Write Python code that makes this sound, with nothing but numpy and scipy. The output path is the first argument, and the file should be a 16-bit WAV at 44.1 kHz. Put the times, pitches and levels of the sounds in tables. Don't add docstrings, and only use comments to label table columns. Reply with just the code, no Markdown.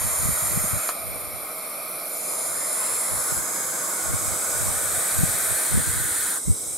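import sys
import numpy as np
from scipy import signal
from scipy.fft import irfft
from scipy.io import wavfile
from scipy.ndimage import uniform_filter1d

SR = 44100
rng = np.random.default_rng(int(sys.argv[2]) if len(sys.argv) > 2 else 0)


def waveform_to_disk(signal):
    frames = np.transpose(np.atleast_2d(signal))
    scaled = np.clip(frames, -1, 1) * 32767
    samples = np.round(scaled).astype(np.int16)
    wavfile.write(sys.argv[1], SR, samples)


def boost_factor(decibels):
    exponent = np.asarray(decibels, float) / 20
    return 10 ** exponent


N = 298557
FRAME, HOP = 1024, 256
HZ = np.fft.rfftfreq(FRAME, 1 / SR)
CLOCK = np.arange(N // HOP + 5) * HOP / SR


def evened(x):
    return x / np.sqrt(np.mean(x ** 2) + 1e-20)


def read(points, hz):
    f, value = np.transpose(points)
    return np.interp(np.log(hz + 1), np.log(f + 1), value)


def noise(magnitude):
    a, b = rng.standard_normal((2, *magnitude.shape))
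    white_rms = np.sqrt(FRAME / 3)
    x = signal.istft(((a + 1j * b) * magnitude).T, nperseg=FRAME, noverlap=FRAME - HOP)[1]
    return x * np.sqrt(SR / 2) / white_rms


def steady(points):
    return noise(boost_factor(read(points, HZ)) * np.ones((len(CLOCK), 1)))[:N]


def bump(hz, width_hz, shift):
    return (1 + ((HZ - hz * shift[:, None]) / width_hz) ** 2 * 1.88) ** -2


def drift(count, frames, bins):
    field = rng.standard_normal((count, len(HZ)))
    return evened(uniform_filter1d(uniform_filter1d(field, frames, 0), bins, 1))


# freq [Hz], level [dB]
WALL_HZ_DB = [(300, -12), (640, -11.5), (1400, 4.5), (2500, -8), (4500, -0.5), (7000, -3), (9000, 1.5),
              (12000, -9), (15500, 1)]


def echoes(count):
    t60_s, first_s = 0.13, .002
    t = np.arange(6000) / SR
    taps = rng.standard_normal((count, len(t))) * boost_factor(-60 * t / t60_s) * (t > first_s)
    hz = np.fft.rfftfreq(8192, 1 / SR)
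    colour = np.fft.fftshift(irfft(boost_factor(read(WALL_HZ_DB, hz))))[4096 - 128:4096 + 129]
    return signal.oaconvolve(taps / np.linalg.norm(taps[0]), colour[None], "same")


def shared_echoes():
    back_s, back_db = .00625, -15
    side, centre = echoes(count=2)
    centre = 0.78 * centre
    centre[round(back_s * SR)] += boost_factor(back_db + 5)
    return np.array([centre + side, centre - side]) * 0.54


def hut(x, pan_db, echo_db, shared):
    huddle_hz = 2500
    low = signal.butter(2, huddle_hz, "low", fs=SR)
    high = signal.butter(2, huddle_hz, "high", fs=SR)
    own = signal.lfilter(*high, echoes(count=2))
    taps = boost_factor(echo_db) * (own + signal.lfilter(*low, shared))
    taps[:, 0] += boost_factor(np.array([pan_db, -pan_db]) / 2)
    return signal.oaconvolve(x[None], taps, axes=1)[:, :N] / np.sqrt(1 + boost_factor(2 * echo_db))


# freq [Hz], level [dB per Hz]
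AIR_HZ_DB = [(20, -108), (60, -102), (120, -102), (190, -81), (500, -90), (2500, -100), (3300, -90.5),
             (8000, -104), (16000, -118)]


def still_air():
    return np.array([steady(AIR_HZ_DB) for _ in "lr"])


def eddies(gusts):
    count, gain_db, spread_db, share_db = 200, 0.2, 2.0, -11
    low_hz, high_hz = 95, 150
    place, size, pitch = rng.random((count, 3)).T
    at = ((np.arange(count) + place) / count * (N - 1)).astype(int)
    level_db = 20 * np.log10(gusts[at]) + gain_db + spread_db * (2 * size - 1)
    pitch_hz = low_hz + (high_hz - low_hz) * pitch
    return [(i / SR, db, hz, share_db) for i, db, hz in zip(at, level_db, pitch_hz)]


# centre_s [s], level_db [dB], pitch_hz [Hz], in_step_share_db [dB]
PUFFS = [(0.048, -27, 112, -5), (0.261, -27, 156, -7), (0.289, -21.5, 143, -3.5), (0.428, -29, 113, -5.5),
         (0.518, -24, 140, -11), (0.562, -27, 110, -7), (0.576, -18, 159, -5), (0.644, -28.5, 170, 1.5),
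         (0.736, -19, 110, -6.5), (0.772, -26, 110, -4.5), (3.138, -29, 133, -13), (3.324, -22, 148, -16),
         (4.107, -23, 87, -20), (4.142, -16, 118, -21), (4.159, -26, 96, -10), (4.334, -27, 125, -13),
         (4.613, -26.5, 140, -9), (4.692, -25, 113, -17), (4.98, -26, 114, -15), (5.192, -14, 99, -17),
         (5.211, -18, 146, -11), (5.236, -9, 143, -7.5), (5.725, -25, 127, -8), (5.754, -16, 131, -17),
         (5.775, -12, 167, -11.5), (5.804, -25, 121, -4), (5.88, -24, 109, -9), (5.898, -21, 91, -12),
         (6.021, -26, 97, -14), (6.481, -16.5, 154, -7.5)]
# centre_s [s], level_db [dB], half_length_s [s]
GUSTS = [(0.05, -30, .06), (0.267, -23.5, 0.065), (0.455, -34, 0.046), (0.595, -27.5, 0.085),
         (.75, -24, 0.032), (1.1, -37, 0.092), (1.3, -43.5, .13), (2.522, -47, 0.078), (2.95, -44, 0.037),
         (3.16, -32.5, 0.056), (3.37, -33, .06), (3.647, -47, 0.075), (4.115, -31, .06), (4.29, -32, 0.072),
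         (4.64, -30, 0.12), (4.928, -35.5, 0.094), (5.26, -27, 0.087), (5.505, -37.5, 0.072),
         (5.769, -20, 0.038), (5.97, -30, 0.13), (6.223, -45, 0.061), (6.494, -19.5, 0.027),
         (6.698, -45, 0.21)]
# freq [Hz], level [dB per Hz]
BUFFET_HZ_DB = [(20, -27), (55, -2), (90, 29), (130, 0), (180, 16.5), (250, 9), (400, -67), (700, -30)]


def wind():
    calm_db, puff_cycles, reach_s = -61, 1.12, .05
    rumble_db = np.array([[-4], [-13.5]])
    lump_depth_db = np.array([[4.6], [2.5]])
    t = np.arange(N) / SR
    lumps = rng.standard_normal((2, N))
    for _ in range(2):
        lumps = signal.lfilter([1], [1, -.997], lumps)
    gusts = boost_factor(calm_db) + sum(boost_factor(db) * np.exp(-((t - s) / half_s) ** 2) for s, db, half_s in GUSTS)
    rumble = np.array([evened(steady(BUFFET_HZ_DB)) for _ in "ab"])
    apart, alike = gusts * boost_factor(lump_depth_db * evened(lumps)) * rumble * boost_factor(rumble_db)
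    puffs = list(PUFFS) + eddies(gusts)
    for (s, db, hz, share_db), turn in zip(puffs, rng.random((len(puffs), 2))):
        at = slice(max(round((s - reach_s) * SR), 0), round((s + reach_s) * SR))
        u = t[at] - s
        angle = 2 * np.pi * (hz * u * (1 + 9.6 * u * (turn[0] - .5)) + turn[0])
        skew = np.where(u < 0, .6, .8)
        shape = np.exp(-(u * hz / (skew * puff_cycles)) ** 2)
        crest = 0.41 * shape * np.cos(2 * angle) + 0.058 * shape ** 2 * np.cos(3 * angle)
        apart[at] += boost_factor(db - 0.5) * shape * (np.cos(angle) + crest)
        detuned = np.cos(1.068 * angle + 2 * np.pi * turn[1])
        alike[at] += boost_factor(db + 1.0 + share_db) * shape * (detuned + 0.63 * crest)
    limit = .6
    return limit * np.tanh(np.array([alike + apart, alike - apart]) / limit)


# pitch_hz [Hz], level_db [dB], t60_s [s]
SNAP_RING = [(700, -8, .025), (1100, 0, .009), (1290, -12, .04), (2266, -8, .005), (4100, -1, .004)]
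# delay_s [s], level_db [dB]
SNAP_ECHOES = [(.0028, -9), (.0062, -8), (.0085, -8), (.0122, -9), (.017, -12), (.021, -15)]


def snap():
    start_s, peak_db = .8907, -5
    t, x = np.arange(3000) / SR, np.zeros(N)
    ring = sum(boost_factor(db - 60 * t / t60_s) * np.cos(2 * np.pi * hz * t) for hz, db, t60_s in SNAP_RING)
    onset = np.minimum(t / .00015 + .3, 1)
    clap = -boost_factor(peak_db) * ring / ring[0] * onset
    dull = np.convolve(clap, np.hanning(14) / 6.5, "same")
    x[round(start_s * SR):][:len(t)] = clap
    for delay_s, db in SNAP_ECHOES:
        x[round((start_s + delay_s) * SR):][:len(t)] += boost_factor(db) * dull
    return x


def opened(hz, gape):
    return gape ** np.interp(hz, (10800, 12000), [1, 0])


# time_s [s], effort_db [dB]
HISSES = [
    [(0, 2), (.5, 2), (.7, 1), (.8, -1.5), (.9, -0.5), (.94, -31)],
    [(0, 0.5), (.9, 2.5), (1.3, 0.5), (2.1, 2), (2.8, -5), (4.2, -2), (5.6, 3), (5.8, -8.5), (5.9, -38)],
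    [(2, -30), (2.14, -7), (2.3, 0), (2.5, 0.5), (2.85, 2.5), (3.1, 1.5), (3.38, 0), (3.42, -10),
     (3.5, -40)],
    [(2.3, -29), (2.8, -7), (3.2, -6), (4.4, -5), (5.1, 0.5), (6.2, 2), (6.32, 1.5), (6.38, -3.5),
     (6.42, -47)],
    [(3.3, -10), (3.55, -7.5), (4.2, 1), (4.8, 3), (5.4, 1.5), (6, -0.5), (6.4, 0), (6.8, 1)],
    [(2.9, -33), (3.2, 0), (3.5, 5), (3.9, 3), (4.3, 0), (4.6, 2), (4.9, -24)],
]
# share_db [dB], share slope [dB/dB], stretch [factor], stretch slope [1/dB]
NECKS = [(1.5, -.5, 1.03, -0.07), (1, -0.85, .98, 0.0141), (1, -1.3, 0.78, 0.5), (1.5, -0.47, 1.09, 0.05),
         (-2, -0.86, 0.987, 0.12), (1, -1, 0.925, 0.05)]
# before [factor], after [factor], from_s [s], until_s [s]
GAPES = [(1.004, 1.01, 0.3, .9), (.975, 1.025, .9, 2.2), (.99, 1.04, 2.5, 3.3), (0.958, 0.988, 4, 6.3),
         (0.955, 0.988, 4.2, 5.7), (0.97, 0.963, 3.2, 4.6)]
# pitch_hz [Hz], width_hz [Hz], level_db [dB per Hz]
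WINDPIPES = [
    [(1210, 280, -68), (1430, 610, -70), (2220, 250, -70)],
    [(273, 310, -75), (629, 164, -62.5), (1220, 250, -67.5), (2295, 286, -69)],
    [(775, 830, -72.5), (1320, 410, -73), (1970, 150, -80)],
    [(810, 880, -74), (1324, 510, -66), (1750, 400, -71.5)],
    [(417, 380, -67.5), (1170, 420, -76.5), (2090, 180, -76)],
    [(1407, 140, -64.5)],
]
# pitch_hz [Hz], width_hz [Hz], level_db [dB per Hz]
FIRST_BEAKS = [
    [(3900, 1500, -76.5), (5400, 740, -77.5), (6660, 540, -67.5), (7240, 300, -60.5), (8620, 560, -63.5),
     (9520, 850, -61), (10400, 1100, -68), (11500, 920, -62.5), (13800, 500, -73), (14700, 620, -77.5)],
    [(3500, 2500, -88), (4140, 880, -81.5), (5620, 1300, -81.5), (7490, 390, -76), (9370, 210, -69),
     (9650, 640, -66), (11220, 730, -70), (12120, 860, -67), (14240, 670, -79.5), (14000, 540, -93),
     (15600, 500, -89.5)],
    [(4150, 1070, -78), (5190, 280, -72), (6740, 790, -72.5), (7380, 430, -62), (8500, 300, -63),
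     (9730, 550, -59), (10400, 800, -64), (12000, 1200, -73), (14200, 630, -76)],
]
# pitch_hz [Hz], width_hz [Hz], level_db [dB per Hz]
LATER_BEAKS = [
    [(3860, 1720, -74), (5600, 2100, -100), (7180, 740, -66.5), (8190, 570, -64), (9200, 890, -62.5),
     (9500, 840, -65), (11040, 790, -66.5), (11890, 360, -62), (13800, 880, -76), (15500, 600, -78)],
    [(3400, 1300, -91), (3930, 260, -77), (5500, 740, -80), (6450, 1360, -75), (7550, 500, -91),
     (8480, 1220, -63), (8770, 360, -70.5), (10300, 510, -68), (11100, 340, -67.5), (12250, 660, -74),
     (14600, 900, -79.5)],
    [(5340, 300, -73), (6830, 340, -66), (7560, 440, -66), (7950, 210, -68), (9400, 400, -74),
     (11000, 1100, -68.5), (15400, 600, -87)],
]
# pitch_hz [Hz], width_hz [Hz], depth_db [dB]
HOLLOWS = [
    [(7950, 400, -14), (3500, 200, -12), (13050, 300, -16)],
    [(8250, 800, -10), (6300, 500, -8), (13000, 300, -9), (14750, 600, -14)],
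    [(7900, 400, -14), (8900, 350, -7), (13150, 350, -10), (15500, 700, -10)],
    [(13600, 500, -4)],
    [(9300, 300, -5), (6700, 250, -6), (13800, 350, -4), (4500, 400, -5), (15200, 400, -8)],
    [(5800, 500, -5)],
]


def hiss(owl):
    faint_db = -6.5
    brighten_db = 147
    hollow_follow = 1.3
    s, effort = np.transpose(HISSES[owl])
    first, last = np.searchsorted(CLOCK, [s[0], s[-1]])
    clock = CLOCK[first:last]
    effort_db = np.interp(clock, s, effort)
    push_db = np.maximum(effort_db, faint_db)
    share, share_slope, length, length_slope = NECKS[owl]
    share_db = share + share_slope * push_db
    stretch = length + length_slope * push_db
    gape = np.interp(clock, GAPES[owl][2:], GAPES[owl][:2])

    low = sum(boost_factor(2 * db) * bump(hz, width, stretch) for hz, width, db in WINDPIPES[owl])
    beak = (list(FIRST_BEAKS) + list(LATER_BEAKS))[owl]
    high = sum(boost_factor(2 * db) * bump(hz, width, opened(hz, gape)) for hz, width, db in beak)
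    octaves = np.log2(np.clip(HZ / 8000, 1, 1.4))
    bright_db = brighten_db * np.outer(np.maximum(gape - 1.01, 0), octaves)
    hollow_db = sum(db * bump(hz, width, opened(hz, gape) ** hollow_follow)
                    for hz, width, db in HOLLOWS[owl])
    high = high * boost_factor(2 * (bright_db + hollow_db))

    waver_db = 0.7 * drift(len(gape), 14, 9) + 0.16 * drift(len(gape), 5, 200)
    flow = boost_factor(effort_db[:, None] + waver_db)
    breath = noise(np.sqrt(low * boost_factor(2 * share_db)[:, None] + high) * flow)
    return np.pad(breath, (first * HOP, N))[:N]


# left_minus_right_db [dB], wall_echo_db [dB]
SEATS = [(-2, -0.5), (-2, 0), (-1, -0.5), (-0.5, -0.5), (-2, -0.5), (-3.5, 2.5)]


def owls(shared):
    bass_hz = 150
    x = sum(hut(hiss(owl), *seat, shared) for owl, seat in enumerate(SEATS))
    return signal.sosfilt(signal.butter(4, bass_hz, "high", fs=SR, output="sos"), x)


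def scene():
    shared = shared_echoes()
    return still_air() + wind() + hut(snap(), -1.0, -27.0, shared) + owls(shared)


# freq [Hz], left_minus_right_db [dB]
PORT_HZ_DB = [(100, 0.5), (300, -1.5), (640, -2), (1400, 2.5), (2500, 2), (7000, 0.5), (10500, 0),
              (14500, -3.5)]


def ports(dry):
    edge_hz, dip_hz, dip_width_hz, dip_db = 15780, 2830, 290, -8
    colour_db = np.outer([.5, -.5], read(PORT_HZ_DB, HZ))
    colour_db = colour_db + dip_db * bump(dip_hz, dip_width_hz, np.ones(1))
    taps = np.fft.fftshift(irfft(boost_factor(colour_db) * (HZ < edge_hz)), axes=1) * np.hanning(FRAME + 1)[:-1]
    return signal.oaconvolve(dry, taps, axes=1)[:, FRAME // 2:][:, :N]


def gate(x):
    above_hz, limit_db, band_bins = 7000, -90.5, 24
    hz, _, z = signal.stft(x, SR, nperseg=2048, scaling="psd")
    power = uniform_filter1d(2 * abs(z.mean(0)) ** 2, size=band_bins, axis=0)
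    banded = np.repeat(power[band_bins // 2::band_bins], band_bins, axis=0)
    banded = banded[np.minimum(np.arange(len(hz)), 1007)]
    keep = (banded > boost_factor(2 * limit_db)) | (hz < above_hz)[:, None]
    return signal.istft(z * keep, SR, nperseg=2048, scaling="psd")[1][:, :N]


def band_limit(x):
    return signal.sosfilt(signal.butter(12, 16250, fs=SR, output="sos"), x)


def record(dry):
    return band_limit(gate(ports(dry)))


dry = scene()
out = record(dry)
waveform_to_disk(out)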